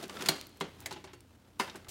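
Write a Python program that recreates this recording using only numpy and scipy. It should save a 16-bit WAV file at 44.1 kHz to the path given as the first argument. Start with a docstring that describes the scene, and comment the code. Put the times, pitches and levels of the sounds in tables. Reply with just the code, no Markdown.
"""Wheelchair tipped on a driveway

A metal wheelchair is tipped back on pavers, held, and set down on its front casters. Impacts excite damped
modes: tubes ring briefly while slack joints clack and chatter. Tyres and a shoe make friction noise; the
chair's metal ticks sharply. House walls reflect the blows; a machine hums far off."""
import sys
import numpy as np
from scipy import signal
from scipy.fft import rfft, irfft, next_fast_len
from scipy.io import wavfile
from scipy.ndimage import map_coordinates

SR = 44100
rng = np.random.default_rng(int(sys.argv[2]) if len(sys.argv) > 2 else 0)


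def store_pcm(level_fs):
    """Save levels as 16-bit WAV."""
    pcm = np.round(np.clip(level_fs, -1, 1) * 32767).astype(np.int16)
    wavfile.write(sys.argv[1], SR, np.atleast_2d(pcm).T)


N = 83790
TOP_HZ = 15900


def heavy_blows():
    """Impact excitation: a blow rings tubes, joint and caster fork, and bounces the chair on its tyres."""
    # (time [s], level [dB], bass [dB], thud [dB], knock [dB], sizzle [dB], decay stretch [factor],
    # struck spot [Hz], spot [dB], bounce [Hz], bounce [dB], tubes [dB], joint [dB], fork [dB], chatter [dB])
    blows = [(0.2864, -20.5, -8.5, -10.5, -1, -1, 0.62, 4202, -19, 163, -35.5, -34.5, -28.5, -59, -38),
             (0.6090, -29.5, -7, 1, -0.5, -14, 0.7, 990, -26.5, 174, -36, -36.5, -39, -69, -55),
             (0.8596, -35, -30, -7, 1, 1, 0.63, 2020, -44, 172, -62, -51, -54, -63, -61),
             (1.5970, -30, -13.5, -11.5, 1, -8, 1.3, 1016, -22, 217, -35, -32, -53, -34, -38.5)]
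    # modes of the frame tubes, slack joint and caster fork: (frequency [Hz], level [dB], t60 [s])
    tube_modes = [(250, -11, .12), (309, -3, .18), (390, 0, .15), (440, -7, .1), (538, -7, .18),
                  (684, -14, .15), (780, -6, .13), (930, -9, .14), (1045, -7, .09), (1165, -6, .11),
                  (1392, -8, .15)]
    joint_modes = [(2060, -9, .1), (2110, -7, .08), (2264, -7, .08), (2790, -11, .13), (3346, -2, .09),
                   (3556, -7, .07), (3833, -9, .11), (4190, -1, .08), (4420, -7, .1), (4670, -16, .11),
                   (6330, -14, .08), (8800, -15, .07)]
    fork_modes = [(1535, 0, .1), (1790, -7, .09), (2062, -1, .15), (2150, -3, .1), (2638, -6, .14),
                  (2799, -3, .16), (4371, -5, .1), (4818, -5, .1), (5080, -6, .1), (9485, -10, .08)]
    out = np.zeros(N)
    for (s, db, bass, thud, knock, sizzle, stretch, spot_hz, spot_db,
         bounce_hz, bounce_db, tube_db, joint_db, fork_db, chatter_db) in blows:
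        blow = amp(tube_db) * ring(tube_modes)
        blow += amp(joint_db) * ring(joint_modes)
        blow += amp(fork_db) * ring(fork_modes)
        blow += amp(chatter_db) * chatter()
        blow += resonance(spot_hz, spot_db, t60=0.036)
        blow += resonance(bounce_hz, bounce_db, t60=0.13)
        add(blow, 0, contact(db, bass, thud, knock, sizzle, stretch, spot_hz))
        add(out, s, with_walls(blow))
    return out


def light_knocks():
    """Free vibration: loose parts knock, and the footrest and struck spot ring at their own pitches."""
    # (time [s], level [dB], thud [dB], knock [dB], sizzle [dB], decay stretch [factor],
    # struck spot [Hz], spot [dB])
    knocks = [(0.0269, -40.5, -2, -14, -4.5, 0.79, 664, -37.5), (0.038, -38, -3, -15, -15, 0.84, 414, -52),
              (0.0955, -37.5, -12, 1.5, -9, 0.43, 1175, -40.5),
              (0.1699, -37.5, -18, -1.5, -20, 0.49, 1323, -39.5),
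              (0.196, -41.5, -6, -8, -39, 1.1, 1160, -47), (0.208, -39.5, -5.5, -4, -6, 1.3, 1474, -39),
              (0.222, -32.5, -9, 0, -3, 0.4, 3230, -41), (0.2594, -28, -18, -10.5, -6.5, 0.8, 1364, -34.5),
              (0.6404, -48, 4, -2, -22, 2.7, 539, -42), (0.814, -56, -3.5, -1.5, -40, 6, 820, -53),
              (0.9094, -42.5, -6, 5, -7, 1.13, 4030, -45), (0.9154, -42.5, 4, -6, -15, 0.32, 983, -39.5),
              (0.925, -36.5, -15, -40, -10, 0.61, 4450, -44), (0.9347, -42, -7, -16, -20, 1.1, 2760, -49),
              (0.9617, -47, 0.5, -7, -23, 1.95, 847, -43), (1.0406, -48, 1, 3.5, -9, 1.4, 846, -43),
              (1.073, -54, -13, 0, -25.5, 3.8, 870, -67), (1.133, -51.5, 5, 0.5, -3.5, 1, 1050, -59),
              (1.678, -45, -4.5, 1, -41, 1.25, 880, -43), (1.6969, -35.5, -30, -25, -23, 0.49, 3750, -45.5),
              (1.747, -56, 11, 6, -42, 2.1, 870, -47.5), (1.7563, -48.5, -6, 5.5, 0.5, 1.03, 1020, -55),
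              (1.846, -54, -10, 4, -11, 0.49, 2070, -57), (1.869, -64, 7.5, 19, -16, 0.77, 1294, -55)]
    # modes of the loose footrest: (frequency [Hz], level [dB], t60 [s])
    footrest_modes = [(354, -6.5, 0.16), (382, 1.5, 0.087), (853, -4, 0.058), (1032, -20, 0.18),
                      (1325, -9.5, 0.064), (1508, -4.5, 0.064), (2770, -13.5, 0.11), (4480, -23.5, 0.26)]
    out = np.zeros(N)
    for s, db, thud, knock, sizzle, stretch, spot_hz, spot_db in knocks:
        blow = amp(db + thud) * ring(footrest_modes) + resonance(spot_hz, spot_db, t60=0.057)
        add(blow, 0, contact(db, thud - 3, thud - 6, knock, sizzle, stretch))
        add(out, s, with_walls(blow))
    return out


def contact(db, bass_db, thud_db, knock_db, sizzle_db, stretch, spot_hz=None, count=8192):
    """Modal overlap: the struck frame's crowded resonances merge into bands of decaying noise."""
    # the frame's dense response: (frequency [Hz], level [dB], rise [s], t60 before stretching [s])
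    bands = [(92, -56, 0.0044, 0.117), (180, -2.5, 0.0014, 0.28), (272, 0, 0.0023, 0.1),
             (430, -5, 0.0023, 0.19), (620, 2, 0.0036, 0.076), (960, 2, 0.0012, 0.038),
             (1960, -4.5, 0.00044, 0.12), (3900, -0.5, 0.000057, 0.054), (6800, 0.5, 0.0005, 0.075),
             (15000, -4, 0.00049, 0.08)]
    hz, band_db, rise, t60 = np.transpose(bands)
    t, f = seconds(count), np.fft.rfftfreq(count, 1 / SR)
    dulling_db = 0.3 * min(db + sizzle_db + 25, 0)  # contacts softer than -25 dB lose their top
    tone_db = along([(183, bass_db), (395, thud_db), (890, knock_db), (3580, 0),
                     (10430, sizzle_db), (TOP_HZ, sizzle_db + dulling_db)], f)
    if spot_hz:
        peak_db, width_octaves = 8, 0.16
        tone_db += peak_db * np.exp(-.5 * (np.log2((f + 1) / spot_hz) / width_octaves) ** 2)
    phases = np.exp(2j * np.pi * rng.random(len(f)))
    pink_slope = np.sqrt(count * SR / 2 / (f + hz[0]))
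    spectrum = phases * pink_slope * amp(db + tone_db)
    band_gains = np.array([along(np.c_[hz, row], f) for row in np.diag(amp(band_db))])
    envelopes = (1 - np.exp(-t / rise[:, None])) * fade(t, stretch * t60[:, None])
    clack = (irfft(spectrum * band_gains) * envelopes).sum(0)
    return highpass(clack, hz=140)  # thin tubes radiate little below this


def ring(modes, count=16384, rise_s=0.0034):
    """Modal superposition: damped sines add, with new levels and phases at every blow."""
    t = seconds(count)
    hz, db, t60 = np.transpose(modes)[:, :, None]
    level = amp(db + 1.97 * rng.standard_normal(hz.shape))
    waves = np.sin(2 * np.pi * (hz * t + rng.random(hz.shape)))
    return (level * waves * fade(t, t60)).sum(0) * (1 - np.exp(-t / rise_s))


def resonance(hz, db, t60, count=16384):
    """A damped oscillator: one mode swells over about a cycle and dies."""
    t = seconds(count)
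    return amp(db) * np.sin(2 * np.pi * hz * t) * fade(t, t60) * (1 - np.exp(-t * hz))


def chatter(count=16384, taps_per_s=710, tap_decay_s=0.0015, rise_s=0.012):
    """Shot noise: loose fittings collide at random after a blow, and their taps fuse into a buzz."""
    # spectrum of the fittings: (frequency [Hz], level [dB])
    colour = [(150, -13), (400, 2.5), (1200, 7), (2800, -1), (4500, 2), (8000, -8), (16000, -16)]
    t = seconds(count)
    taps = (rng.random(count) < taps_per_s / SR) * rng.uniform(0.82, 1, count)
    energy = signal.lfilter([1], [1, -np.exp(-1 / (tap_decay_s * SR))], taps)
    buzz = unit(coloured(np.sqrt(energy) * rng.standard_normal(count), colour))
    return buzz * fade(t, t60=0.28) * (1 - np.exp(-t / rise_s))


def snaps(count=2048, snap_cycles=2.1):
    """Damped transients: the chair's metal gives sharp dry snaps, each with a short noisy tail."""
    # snaps and ticks: (time [s], level [dB], pitch [Hz], tail gain [dB])
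    ticks = [(0.081, -36, 7000, -15), (0.413, -20, 3500, -39), (0.469, -38, 12700, -9),
             (0.493, -46.5, 12000, -9), (0.572, -45, 9100, -9.5), (0.6025, -39.5, 5500, -10),
             (0.804, -37, 10100, -8.5), (0.812, -42, 8500, -11), (0.824, -40, 14100, -12),
             (0.9277, -35, 5100, -19), (1.206, -43.5, 6500, -10), (1.5932, -39, 6500, -7)]
    out, t = np.zeros(N), seconds(count)
    for s, db, hz, tail_db in ticks:
        snap = np.cos(2 * np.pi * hz * t) * fade(t, snap_cycles / hz)
        tail = amp(tail_db) * rng.standard_normal(count) * fade(t, t60=0.02)
        add(out, s, amp(db) * np.convolve(snap, np.r_[1, tail]))
    return highpass(out, hz=1760)


def tyres(roughness_db=2):
    """Rolling noise: rubber grinds unevenly on the rough pavers while the chair moves."""
    # course of the rolling: (time [s], level [dB])
    levels = [(0, -46.5), (0.051, -47.5), (0.078, -55), (0.129, -46.5), (.22, -45.5), (.29, -41.5),
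              (.40, -51.5), (.52, -61), (.9, -57), (1.1, -68.5), (1.249, -66.5), (1.579, -64.5),
              (1.68, -54.5), (1.79, -60), (1.9, -64)]
    # spectrum of rubber on stone: (frequency [Hz], level [dB])
    colour = [(40, -21), (110, -3.5), (190, 3.5), (400, 3), (750, -4), (1400, -5.5), (2000, -9.5),
              (3200, -10.5), (8000, -18.5), (16000, -26)]
    grind = rng.standard_normal(N) * amp(roughness_db * wobble(220))
    return unit(coloured(grind, colour)) * amp(np.interp(seconds(N), *np.transpose(levels)))


def shoe(rise_s=0.0018):
    """Sliding friction: a sole scuffs the stone in a short burst of noise."""
    # (time [s], length of the hold and of the fade [s], level [dB])
    scuffs = [(1.8836, .03, -45)]
    # spectrum of the scuff: (frequency [Hz], level [dB])
    colour = [(300, 7), (1500, -5), (3500, 0.5), (7000, 4), (12000, -5), (16000, -6)]
    stroke = sum(amp(db) * np.interp(seconds(N), [s, s + rise_s, s + length, s + 2 * length], [0, 1, 1, 0])
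                 for s, length, db in scuffs)
    return stroke * unit(coloured(rng.standard_normal(N), colour))


def with_walls(x, delay_s=0.012):
    """Diffuse reflection: house walls follow the direct sound with a decaying tail."""
    # reverberation time: (frequency [Hz], t60 [s])
    decays = [(150, 0.11), (500, 0.17), (2500, 0.47), (4500, 0.53), (7000, 0.4), (15000, 0.42)]
    # strength of the reflections: (frequency [Hz], level [dB])
    colour = [(100, -21), (400, -5.5), (1000, -13.5), (3000, -11), (4400, -15), (6000, -14), (9000, -18),
              (15000, -30)]
    hz, t, noise = signal.stft(rng.standard_normal(SR // 2), SR, nperseg=256)
    t60 = along(decays, hz)[:, None]
    gain = amp(along(colour, hz))[:, None] * np.sqrt(2 * np.log(1000) / (t60 * SR))
    tail = signal.istft(noise * gain * fade(t, t60), SR, nperseg=256)[1]
    return signal.fftconvolve(x, np.r_[1, np.zeros(int(delay_s * SR)), tail])


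def street(waver_db=2, drift_rad=0.51, air_db=-64.5):
    """Random modulation: a distant machine's hum wavers in level and phase over quiet air."""
    # partials of the hum: (frequency [Hz], level [dB])
    partials = [(86.8, -68.5), (116.5, -71.5), (293, -75.5)]
    # swell of the hum: (time [s], gain [dB])
    swell = [(0, -12), (.2, 2), (.5, 1), (.7, 4.5), (.82, 6), (1.0, 3.5), (1.3, 0.5), (1.7, -0.5), (1.9, 3)]
    # spectrum of the air: (frequency [Hz], level [dB])
    air_colour = [(20, -47), (45, -1.5), (75, 2), (140, -5.5), (290, -3.5), (480, -19), (1000, -18.5),
                  (2100, -41.5), (6000, -33.5), (15500, -34)]
    t = seconds(N)
    hum = sum(amp(db + waver_db * wobble(6.05)) * np.sin(2 * np.pi * hz * t + drift_rad * wobble(3.89))
              for hz, db in partials)
    air = unit(coloured(rng.standard_normal(N), air_colour))
    return np.sqrt(2) * hum * amp(np.interp(t, *np.transpose(swell))) + amp(air_db) * air


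def amp(db):
    """Decibels to amplitude ratio."""
    return 10 ** (np.asarray(db) / 20)


def unit(x):
    """Normalisation to rms 1."""
    return x / np.sqrt(np.mean(x ** 2) + 1e-20)


def along(points, hz):
    """Interpolation of (frequency [Hz], value) points on a log axis."""
    f, v = np.transpose(points)
    return np.interp(np.log(hz + 1), np.log(f + 1), v)


def seconds(count):
    """Uniform sampling times."""
    return np.arange(count) / SR


def fade(t, t60):
    """Exponential decay, 60 dB in t60 seconds."""
    return np.exp(-np.log(1000) * t / t60)


def wobble(rate):
    """A smooth random spline, rate knots a second."""
    return map_coordinates(rng.standard_normal(2048), [seconds(N) * rate], mode="wrap")


def coloured(x, colour):
    """Spectral shaping by a (frequency [Hz], level [dB]) curve."""
    return irfft(rfft(x) * amp(along(colour, np.fft.rfftfreq(len(x), 1 / SR))), len(x))


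def highpass(x, hz):
    """Second-order roll-off below hz."""
    return signal.sosfilt(signal.butter(2, hz, "highpass", fs=SR, output="sos"), x)


def add(track, s, sound):
    """Superposition of a sound on a track at time s."""
    i = int(np.clip(round(s * SR), 0, N - 1))
    track[i:i + len(sound)] += sound[:N - i]


def scene():
    """Superposition: the pressures of all sources add at one microphone."""
    return (heavy_blows() + light_knocks() + snaps() + shoe() + tyres() + street())[None]


def record(dry):
    """Band limiting: nothing above TOP_HZ passes."""
    size = next_fast_len(N + SR // 2)
    passband = np.fft.rfftfreq(size, 1 / SR) < TOP_HZ
    return irfft(rfft(dry, size) * passband, size)[..., :N]


dry = scene()
out = record(dry)
store_pcm(out)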